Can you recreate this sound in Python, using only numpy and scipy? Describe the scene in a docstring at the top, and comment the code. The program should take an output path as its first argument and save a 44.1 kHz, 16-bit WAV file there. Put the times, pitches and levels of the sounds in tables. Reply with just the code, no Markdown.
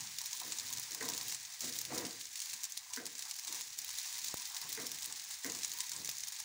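"""A fine fizz and lone pops: seeds and spices fry in hot oil in a deep pan on a gas ring.
Bursting steam bubbles are short noise cracks, each with an echo off the pan wall, over a dense hiss.
A plastic spoon stirs: its knocks and drags excite the modes of the dully ringing pan, and its tip
sweeps past sparse seeds. Now and then a puff of air thumps the microphone; the gas flame, filtered
noise, rumbles low."""
import sys
import numpy as np
from scipy import signal
from scipy.fft import rfft, irfft
from scipy.io import wavfile
from scipy.ndimage import uniform_filter1d

SR = 44100
rng = np.random.default_rng(int(sys.argv[2]) if len(sys.argv) > 2 else 0)


def ratio_of_db(decibels):
    """Turn decibels (scalar or array-like) into linear amplitude factors; 0 dB maps to 1."""
    return 10 ** (np.asarray(decibels, float) / 20)


def wav_out(sig):
    """Save sig, one row per channel (or a flat mono array), as 16-bit PCM at SR to the path in sys.argv[1]."""
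    wavfile.write(sys.argv[1], SR, np.round(np.clip(np.atleast_2d(sig).T, -1, 1) * 32767).astype(np.int16))


N = 284004   # length in samples


def rms_one(x):
    """Normalisation: scale to an effective (rms) value of 1."""
    return x / np.sqrt(np.mean(x ** 2) + 1e-20)


def response(spectrum, size=4096):
    """Minimum phase: folding the cepstrum of a spectrum gives its most prompt impulse response."""
    hz, gain_db = np.transpose(spectrum)
    bins_hz = np.arange(size // 2 + 1) * SR / size
    log_gain = np.log(ratio_of_db(np.interp(np.log(bins_hz + 1), np.log(hz), gain_db)))
    cepstrum = irfft(log_gain)
    cepstrum[1:size // 2] *= 2
    cepstrum[size // 2 + 1:] = 0
    return irfft(np.exp(rfft(cepstrum)))[:size // 2]


def colour(x, taps):
    """Linear filtering: convolution with an impulse response."""
    return signal.oaconvolve(x, taps)[:len(x)]


def butterworth(x, order, hz, side):
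    """Maximally flat filtering: pass the low or high side of a corner frequency."""
    return signal.sosfilt(signal.butter(order, hz, side, fs=SR, output="sos"), x)


def resonance(x, hz, width_hz):
    """Damped oscillator: a two-pole resonance with gain 1 on top; its width sets the decay."""
    r = np.exp(-np.pi * width_hz / SR)
    feedback = [1, -2 * r * np.cos(2 * np.pi * hz / SR), r * r]
    return signal.lfilter([(1 - r * r) / 2, 0, (r * r - 1) / 2], feedback, x + 1e-18)


def drift(rate_hz):
    """Low-passed noise: a slow random course with spread 1."""
    r = np.exp(-2 * np.pi * rate_hz / SR)
    noise = rng.standard_normal(N + SR)
    return rms_one(signal.lfilter([1], [1, -2 * r, r * r], noise)[SR:])


def grains(per_s, spread_db):
    """Poisson process: random clicks of either sign, most small and a few large."""
    sizes = ratio_of_db(spread_db * np.minimum(rng.exponential(1, N), 3.2)) * rng.choice([-1, 1], N)
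    return sizes * (rng.random(N) < per_s / SR)


def pop(chance, hz, bright_db, taps, tail_db=-17.5, ring_db=4.5, cycles=22.0):
    """Impulsive radiation: a crack, its wall echo and a dying spray, ringing at the bubble's pitch."""
    t = np.arange(len(chance) - 2) / SR
    tear_s = 0.00038106 * np.exp(0.48 * chance[3])   # some tear slowly
    crack = np.exp(-t / tear_s) * chance[2:]   # opens at once, then dies
    crack = crack / np.abs(crack).max()
    # The spray builds up in 0.72 ms and falls 60 dB in 60 ms.
    spray = ratio_of_db(tail_db - 60 * t / 0.06) * np.minimum(t / 0.00072, 1) ** 2 * chance[:1:-1]
    burst = crack + spray
    lag = int(0.0017 * (1 + 0.15 * chance[0]) * SR)   # extra path by way of the pan wall
    burst[lag:] += ratio_of_db(-5 + 2.9 * chance[1]) * crack[:-lag]
    # A small bubble radiates little bass.
    burst = butterworth(burst, 2, 2800, "high") + ratio_of_db(-8.5 + 4.7 * chance[4]) * burst
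    ringing = ratio_of_db(ring_db) * resonance(burst, hz, hz / cycles) / 2
    out = colour(burst + ringing, taps)
    body, top = butterworth(out, 3, 9500, "low"), butterworth(out, 3, 9500, "high")
    top = top + ratio_of_db(11.5) * resonance(top, 13400, 4500)   # a sharp crack fills the gap under the top band
    top = top * ratio_of_db(-60 * t / 0.08)   # the treble of the spray dies first
    start = slice(130)
    mixed = body / np.std(body[start]) + ratio_of_db(bright_db) * top / np.std(top[start])
    return mixed / 3.76   # the crack stands well above the rms of the first milliseconds


# The frying flares when seeds are turned into fresh oil, then fades (negative: grows):
# start_s [s], level_db [dB], fade_db_per_s [dB/s]
FRYING_FLARES = [(0.0, -45, 9), (0.183, -45, 2.5), (0.51, -43, 6), (1.005, -43, 4), (1.36, -46, 10),
                 (1.604, -44, 8.5), (1.94, -44, 15), (2.355, -46, 5.5), (2.63, -48.5, 8), (2.93, -44.5, 75),
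                 (3.05, -50, -12), (3.3, -48.5, -5), (3.47, -44.5, -18), (3.605, -49.5, -2),
                 (3.776, -47, -14), (4.08, -44, 4), (4.55, -44.5, 1), (4.86, -46, 2), (5.3, -43.5, 44),
                 (5.433, -44.5, 1.5), (5.89, -47, -3), (6.16, -47.5, -2)]


def vigour():
    """Relaxation: each flare sets the fizz level in dB anew, and it drifts until the next."""
    start_s, level_db, fade_db_per_s = np.transpose(FRYING_FLARES)
    t = np.arange(N) / SR
    last = np.maximum(np.searchsorted(start_s, t, "right") - 1, 0)
    level = level_db[last] - fade_db_per_s[last] * (t - start_s[last])
    return uniform_filter1d(level, size=int(0.0055 * SR))   # a flare rises in 5.5 ms


def fizz(taps, crackle_db=-4.0, hiss_db=-3.5, hiss_top_db=-5):
    """Superposition: clumps of small bursts over a duller hiss of bursts too dense to tell apart."""
    clicks = grains(170 * ratio_of_db(4.2 * drift(8.2)), spread_db=2.5)
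    dealt = rng.integers(0, 16, N)   # which of 16 pitches each burst takes
    crackle = np.zeros(N)
    for k, hz in enumerate(np.geomspace(3200, 9500, 16)):
        bright_db = -9 + 4.5 * rng.standard_normal()
        kind = pop(rng.standard_normal(1502), hz, bright_db, taps)
        crackle += colour(clicks * (dealt == k), kind)
    hiss = rms_one(colour(grains(9000, spread_db=3.5), taps))
    hiss = hiss + (ratio_of_db(hiss_top_db) - 1) * butterworth(hiss, 2, 9000, "high")
    # The pan's share of the hiss comes and goes.
    pan_note = resonance(resonance(hiss, 690, 1280), 690, 1280)
    hiss = hiss + (ratio_of_db(4.12 * drift(13.3) - 3.0) - 1) * pan_note
    return ratio_of_db(vigour()) * (ratio_of_db(crackle_db) * rms_one(crackle) + ratio_of_db(hiss_db) * hiss)


# Large bubbles bursting: start_s [s], level_db [dB], treble_db [dB, treble against body]
BUBBLE_BURSTS = [(0.0065, -28.5, -18), (0.1859, -23, -9), (0.2154, -27, -6.5), (0.2587, -27, -4),
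                 (0.33, -24, -9), (0.3996, -27.5, -5), (0.5134, -34, -5), (0.5216, -22, -25),
                 (0.5858, -23, -12), (0.5973, -24, -16), (0.727, -25.5, -4), (0.735, -26, -6),
                 (0.7725, -27, -10), (0.7826, -28, -9), (0.7972, -30.5, 3), (0.8311, -31.5, -5),
                 (0.8358, -29.5, -11), (0.9085, -31, -5), (0.9189, -28.5, -8), (0.9473, -24.5, -6),
                 (1.0278, -31, -8), (1.057, -30, -13), (1.0823, -26, -26), (1.0878, -23, -5.5),
                 (1.0987, -25, -8), (1.1355, -25.5, -14), (1.1478, -28, -8), (1.1693, -30, -8),
                 (1.178, -25.5, -6), (1.212, -26, -10), (1.2822, -31, 0), (1.3225, -25, -7),
                 (1.3462, -24.5, -11.5), (1.451, -30, -32), (1.607, -24.5, -6.5), (1.6174, -29, -5),
                 (1.6437, -27, -16), (1.6536, -32, -7), (1.696, -30, -5), (1.7248, -29, -13),
                 (1.7355, -29, -7), (1.763, -33, -2), (1.7882, -23, -2), (1.8136, -25.5, -5),
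                 (1.8515, -25.5, -9), (1.949, -29, -13), (1.978, -27, -11), (1.9815, -23, -6.5),
                 (2.0513, -26, -17), (2.066, -29.5, -9), (2.1087, -31, -24), (2.2117, -29.5, -15),
                 (2.255, -30, -27), (2.3563, -27, -16), (2.3748, -33, -6), (2.3925, -29, -9),
                 (2.4023, -25, -9), (2.4182, -26, -8), (2.532, -28, -14), (2.5372, -26.5, -12),
                 (2.6344, -26.5, -3), (2.6412, -23, -10.5), (2.652, -27.5, -13), (2.7212, -28, -8),
                 (2.77, -34, -18), (2.7746, -23.5, -7), (2.9352, -23.5, -19.5), (2.962, -27.5, -5.5),
                 (3.0558, -27.5, -10), (3.0657, -26.5, -10), (3.1527, -31, -12), (3.1817, -32, -8),
                 (3.1923, -27, -8), (3.224, -27.5, -10), (3.3111, -24, -9), (3.3884, -28.5, -15),
                 (3.3947, -28, -9), (3.448, -31, -6), (3.473, -32, -5), (3.479, -25.5, -16),
                 (3.5257, -25.5, -6), (3.5463, -29, -4), (3.6098, -27, -5.5), (3.617, -28.5, -16),
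                 (3.7829, -34, -4), (3.788, -24, -4), (3.8169, -30.5, -9), (3.8798, -34, -5),
                 (3.8912, -30, -4), (3.9049, -30, -12), (3.985, -24, -9.5), (4.1268, -32, -4),
                 (4.1886, -29.5, -6), (4.2441, -25.5, -4), (4.283, -24.5, -8), (4.31, -30, -12),
                 (4.341, -31, 2), (4.3705, -29.5, -8), (4.399, -30, -20), (4.4193, -30, -26),
                 (4.4548, -26, -10), (4.4998, -32.5, -18), (4.5463, -28, -7.5), (4.5663, -25, -9),
                 (4.615, -28, -5), (4.7277, -27, 0), (4.7492, -30, -2), (4.822, -38, -1), (4.8635, -33, -4),
                 (4.8675, -24.5, -5), (4.9167, -26.5, -5), (5.03, -28, -12), (5.0436, -29, -7),
                 (5.0515, -30, -9), (5.0585, -32, 5), (5.1248, -25, -15), (5.1963, -30.5, -11.5),
                 (5.433, -35, -17), (5.446, -29, -3), (5.463, -28.5, -6), (5.4985, -24.5, -19),
                 (5.5198, -26, -9), (5.549, -27, -11), (5.5883, -29.5, -9), (5.62, -32, -17),
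                 (5.633, -23, -10), (5.6468, -18.5, -24), (5.7168, -25, -11.5), (5.7267, -31.5, -12),
                 (5.7356, -31, -1), (5.787, -30, -1), (5.8045, -19, -17), (5.8672, -32, -7),
                 (5.894, -27.5, -6.5), (5.9174, -24.5, -10), (5.9636, -26.5, -25), (6.001, -36, -4),
                 (6.047, -25, -7.5), (6.057, -27, -10), (6.0746, -26, -15), (6.0917, -23, -4),
                 (6.098, -30, -9), (6.113, -30, -8), (6.169, -30, -10), (6.183, -28.5, -5),
                 (6.2053, -29.5, -9), (6.2356, -24, -20), (6.272, -30, -7), (6.2842, -27.5, -6),
                 (6.3222, -30.5, -7.5), (6.3628, -31.5, -14), (6.401, -28, -8)]


def pops(taps, pitch_hz=6500, octaves_per_db=-0.05, mean_db=-8.5):
    """Bubble resonance: each large burst rings at a pitch drawn around one set by its treble."""
    out = np.zeros(N + 2000)
    chance = rng.standard_normal((len(BUBBLE_BURSTS), 1503))
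    for (start_s, level_db, treble_db), row in zip(BUBBLE_BURSTS, chance):
        at = round(start_s * SR)
        octaves = octaves_per_db * (treble_db - mean_db) + 0.13 * row[0]
        hz = np.clip(pitch_hz * 2 ** octaves, 3500, 8000)
        out[at:at + 1500] += ratio_of_db(level_db) * pop(row[1:], hz, treble_db, taps)
    return out[:N]


# Spoon strokes along the pan: start_s [s, hardest pressure], swell_s [s], hold_s [s],
# drag_db [dB], rocking_db [dB]
SPOON_STROKES = [(0.0, 0.068, 0.043, -58, -62), (0.457, 0.13, 0.039, -22, -72),
                 (0.614, 0.068, 0.14, -30.5, -65), (0.756, .06, 0.029, -42, -67),
                 (0.914, 0.06, 0.11, -24, -78), (1.01, 0.023, 0.11, -16, -61.5),
                 (1.236, .05, 0.045, -28.5, -66), (1.64, 0.036, 0.012, -13, -62.5),
                 (1.765, 0.12, 0.11, -31, -66), (1.912, 0.051, 0.11, -8, -60),
                 (2.525, 0.069, 0.025, -38, -92), (2.997, 0.023, 0.016, -14, -73),
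                 (3.26, 0.045, 0.025, -49, -88), (3.49, 0.042, 0.062, -25.5, -90),
                 (3.77, .02, .01, -38, -79), (4.242, 0.26, 0.15, -34, -78), (4.658, 0.072, 0.022, -25, -71),
                 (4.79, 0.018, 0.026, -14, -65), (4.9, .03, 0.027, -34, -70),
                 (5.059, 0.017, 0.011, -27.5, -71), (5.454, 0.012, 0.039, -13.5, -64.5),
                 (5.69, .08, 0.064, -34.5, -76), (5.984, 0.17, 0.033, -24, -64)]


def strokes(peak_db, fade_db_per_s, floor_db):
    """Energy addition: strokes swell, hold and fade over a faint low floor that drifts at random."""
    t = np.arange(0, N, 64) / SR
    power = ratio_of_db(floor_db + 5.1 * drift(15.0)[::64]) ** 2
    for (start_s, swell_s, hold_s, *_), db in zip(SPOON_STROKES, peak_db):
        swell_db = 25 * np.maximum(start_s - t, 0) / swell_s   # pressure builds by 25 dB over the swell
        fade_db = fade_db_per_s * np.maximum(t - start_s - hold_s, 0)
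        power = power + ratio_of_db(db - swell_db - fade_db) ** 2
    return np.interp(np.arange(N) / SR, t, np.sqrt(power))


# Spoon edge landing on the pan: start_s [s], level_db [dB], pitch_hz [Hz]
SPOON_LANDINGS = [(.415, -39.5, 860), (0.709, -44.5, 990), (1.009, -33, 1850), (1.024, -35.5, 950),
                  (1.086, -37, 1000), (1.175, -49, 980), (1.904, -40, 597), (2.973, -34.5, 1730),
                  (0.947, -45.5, 990), (1.924, -32.5, 710), (2.005, -40, 710), (4.775, -34.5, 1870),
                  (5.445, -33.5, 2010), (5.491, -46, 990)]
# Modes of the pan: pitch_hz [Hz], width_hz [Hz]
PAN_MODES = [(174, 20), (204, 50), (246, 30), (281, 24), (318, 45), (455, 32), (481, 32), (715, 60),
             (990, 70), (1300, 350), (1570, 110), (1960, 220)]
# How strongly each mode answers: drag_db [dB], knock_db [dB]
MODE_ANSWERS = [(-5, -28), (-8.5, -16), (0.5, -4.5), (-5, -9), (1, -26), (-4, -4.5), (-2, -13), (-8, -3.5),
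                (-8.5, 1.5), (-4, 6), (-7.5, 4.5), (-7, 6.5)]


def spoon():
    """Modal excitation: soft clicks of dragging over seeds, and landings with a short skid, ring the pan."""
    *_, drag_db, rocking_db = np.transpose(SPOON_STROKES)
    # a faint, unsteady floor between strokes
    drag = strokes(drag_db, fade_db_per_s=137, floor_db=-50.5)
    rock = strokes(rocking_db, fade_db_per_s=80, floor_db=-87)
    rub = drag * rms_one(grains(1200, spread_db=2.0))
    scuff = rng.standard_normal(N)
    start_s, landing_db, landing_hz = np.transpose(SPOON_LANDINGS)
    at = [round(s * SR) for s in start_s]
    dragged, struck = np.zeros(N), np.zeros(N)
    for k, ((hz, width_hz), (by_drag_db, by_knock_db)) in enumerate(zip(PAN_MODES, MODE_ANSWERS)):
        sign = (-1) ** k   # successive modes are added with opposite sign
        rung = resonance(resonance(rub, hz, width_hz), hz, 21.7 * width_hz)
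        dragged += sign * ratio_of_db(by_drag_db) * rung / np.sqrt(width_hz)
        # Modes near the pitch of the landing are struck hardest;
        # the sharp, hard landings also shake the low body modes.
        near_hz = hz if hz > 600 else 1950
        distance_db = 20 * np.abs(np.log2(near_hz / landing_hz))
        hits = np.zeros(N)
        hits[at] = ratio_of_db(landing_db + by_knock_db - 6.0 - distance_db)
        skid_fade = ratio_of_db(-60 / (0.26 * SR))   # 60 dB in 0.26 s
        skid = signal.lfilter([1], [1, -skid_fade], hits) * scuff * ratio_of_db(-25.5)
        height = SR / (2 * np.pi * width_hz)   # a unit hit rings with height 1
        struck += sign * height * resonance(hits + skid, hz, width_hz)
    # The pan shifts on its grate.
    rocking = resonance(resonance(rng.standard_normal(N), 118, 50), 96, 240)
    return dragged + rock * rms_one(rocking) + struck


# Light sweeps of the spoon tip: start_s [s], length_s [s], level_db [dB]
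TIP_SWEEPS = [(0.205, 0.011, -50.5), (0.323, 0.021, -58), (0.573, 0.23, -70), (2.54, 0.09, -67),
              (2.893, .09, -65), (3.501, 0.11, -63), (3.874, 0.057, -77), (4.145, 0.064, -66),
              (4.36, 0.064, -60), (5.737, 0.12, -63)]


def sweeps(hollow_hz=985, width_hz=60):
    """Selective resonance: sparse seeds tick past the spoon tip and wake only the pan's hollow note."""
    t, gain = np.arange(N) / SR, np.zeros(N)
    for start_s, length_s, level_db in TIP_SWEEPS:
        rise = (t - start_s) / 0.016
        fall = (start_s + length_s - t) / 0.013 + 1
        gain += ratio_of_db(level_db) * np.clip(np.minimum(rise, fall), 0, 1)
    ticks = resonance(grains(900, spread_db=5.0), hollow_hz, width_hz)
    ticks = resonance(ticks, hollow_hz, 4 * width_hz)
    return gain * rms_one(ticks)


# Puffs of air on the microphone: start_s [s], push_db [dB, impulse before filtering]
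AIR_PUFFS = [(4.3415, -10.5), (6.088, -23.5)]


def thumps(top_hz=1500, low_hz=55):
    """Pressure pulse: a puff gives a short push, a longer pull and a slow swing back."""
    start_s, push_db = np.transpose(AIR_PUFFS)
    push = np.zeros(N)
    push[[round(s * SR) for s in start_s]] = ratio_of_db(push_db)
    push = butterworth(push + 1e-18, 2, top_hz, "low")
    pull = signal.lfilter([0, 0.12], [1, -0.965], np.roll(push, 14))
    return butterworth(push - pull, 2, low_hz, "high")


# Spectrum of the gas flame: pitch_hz [Hz], gain_db [dB]
FLAME_SPECTRUM = [(25, -19), (70, 13), (200, -17), (600, -21), (1000, -15.5)]


def burner():
    """Turbulence noise: the low rumble of the gas flame, random and wavering in level."""
    rumble = rms_one(colour(rng.standard_normal(N), response(FLAME_SPECTRUM)))
    return ratio_of_db(-81 + 3.8 * drift(8.1)) * rumble


# Colour of frying through pan and microphone: pitch_hz [Hz], gain_db [dB]
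FRYING_SPECTRUM = [(300, -31.5), (620, -27.5), (720, -13.5), (900, -8.5), (990, -8), (1090, -10),
                   (1400, -15.5), (1600, -9), (2000, -7), (3200, -11), (3700, -7), (5600, -4.5), (6700, -3),
                   (8000, -8.5), (11000, -14.5), (13900, -23), (14600, -5.5), (15750, -6), (16150, -86)]


def scene():
    """Linear superposition: the pressures of all sources add at one microphone."""
    taps = response(FRYING_SPECTRUM)
    mix = fizz(taps) + pops(taps) + spoon() + sweeps() + thumps() + burner()
    return mix[None]


def band_limit(x):
    """A steep low-pass at the top of the band."""
    return signal.sosfilt(signal.butter(12, 16960, fs=SR, output="sos"), x)


def record(dry):
    """Single-channel pickup: the finished mix is passed on at its own level."""
    return band_limit(dry)


dry = scene()
out = record(dry)
wav_out(out)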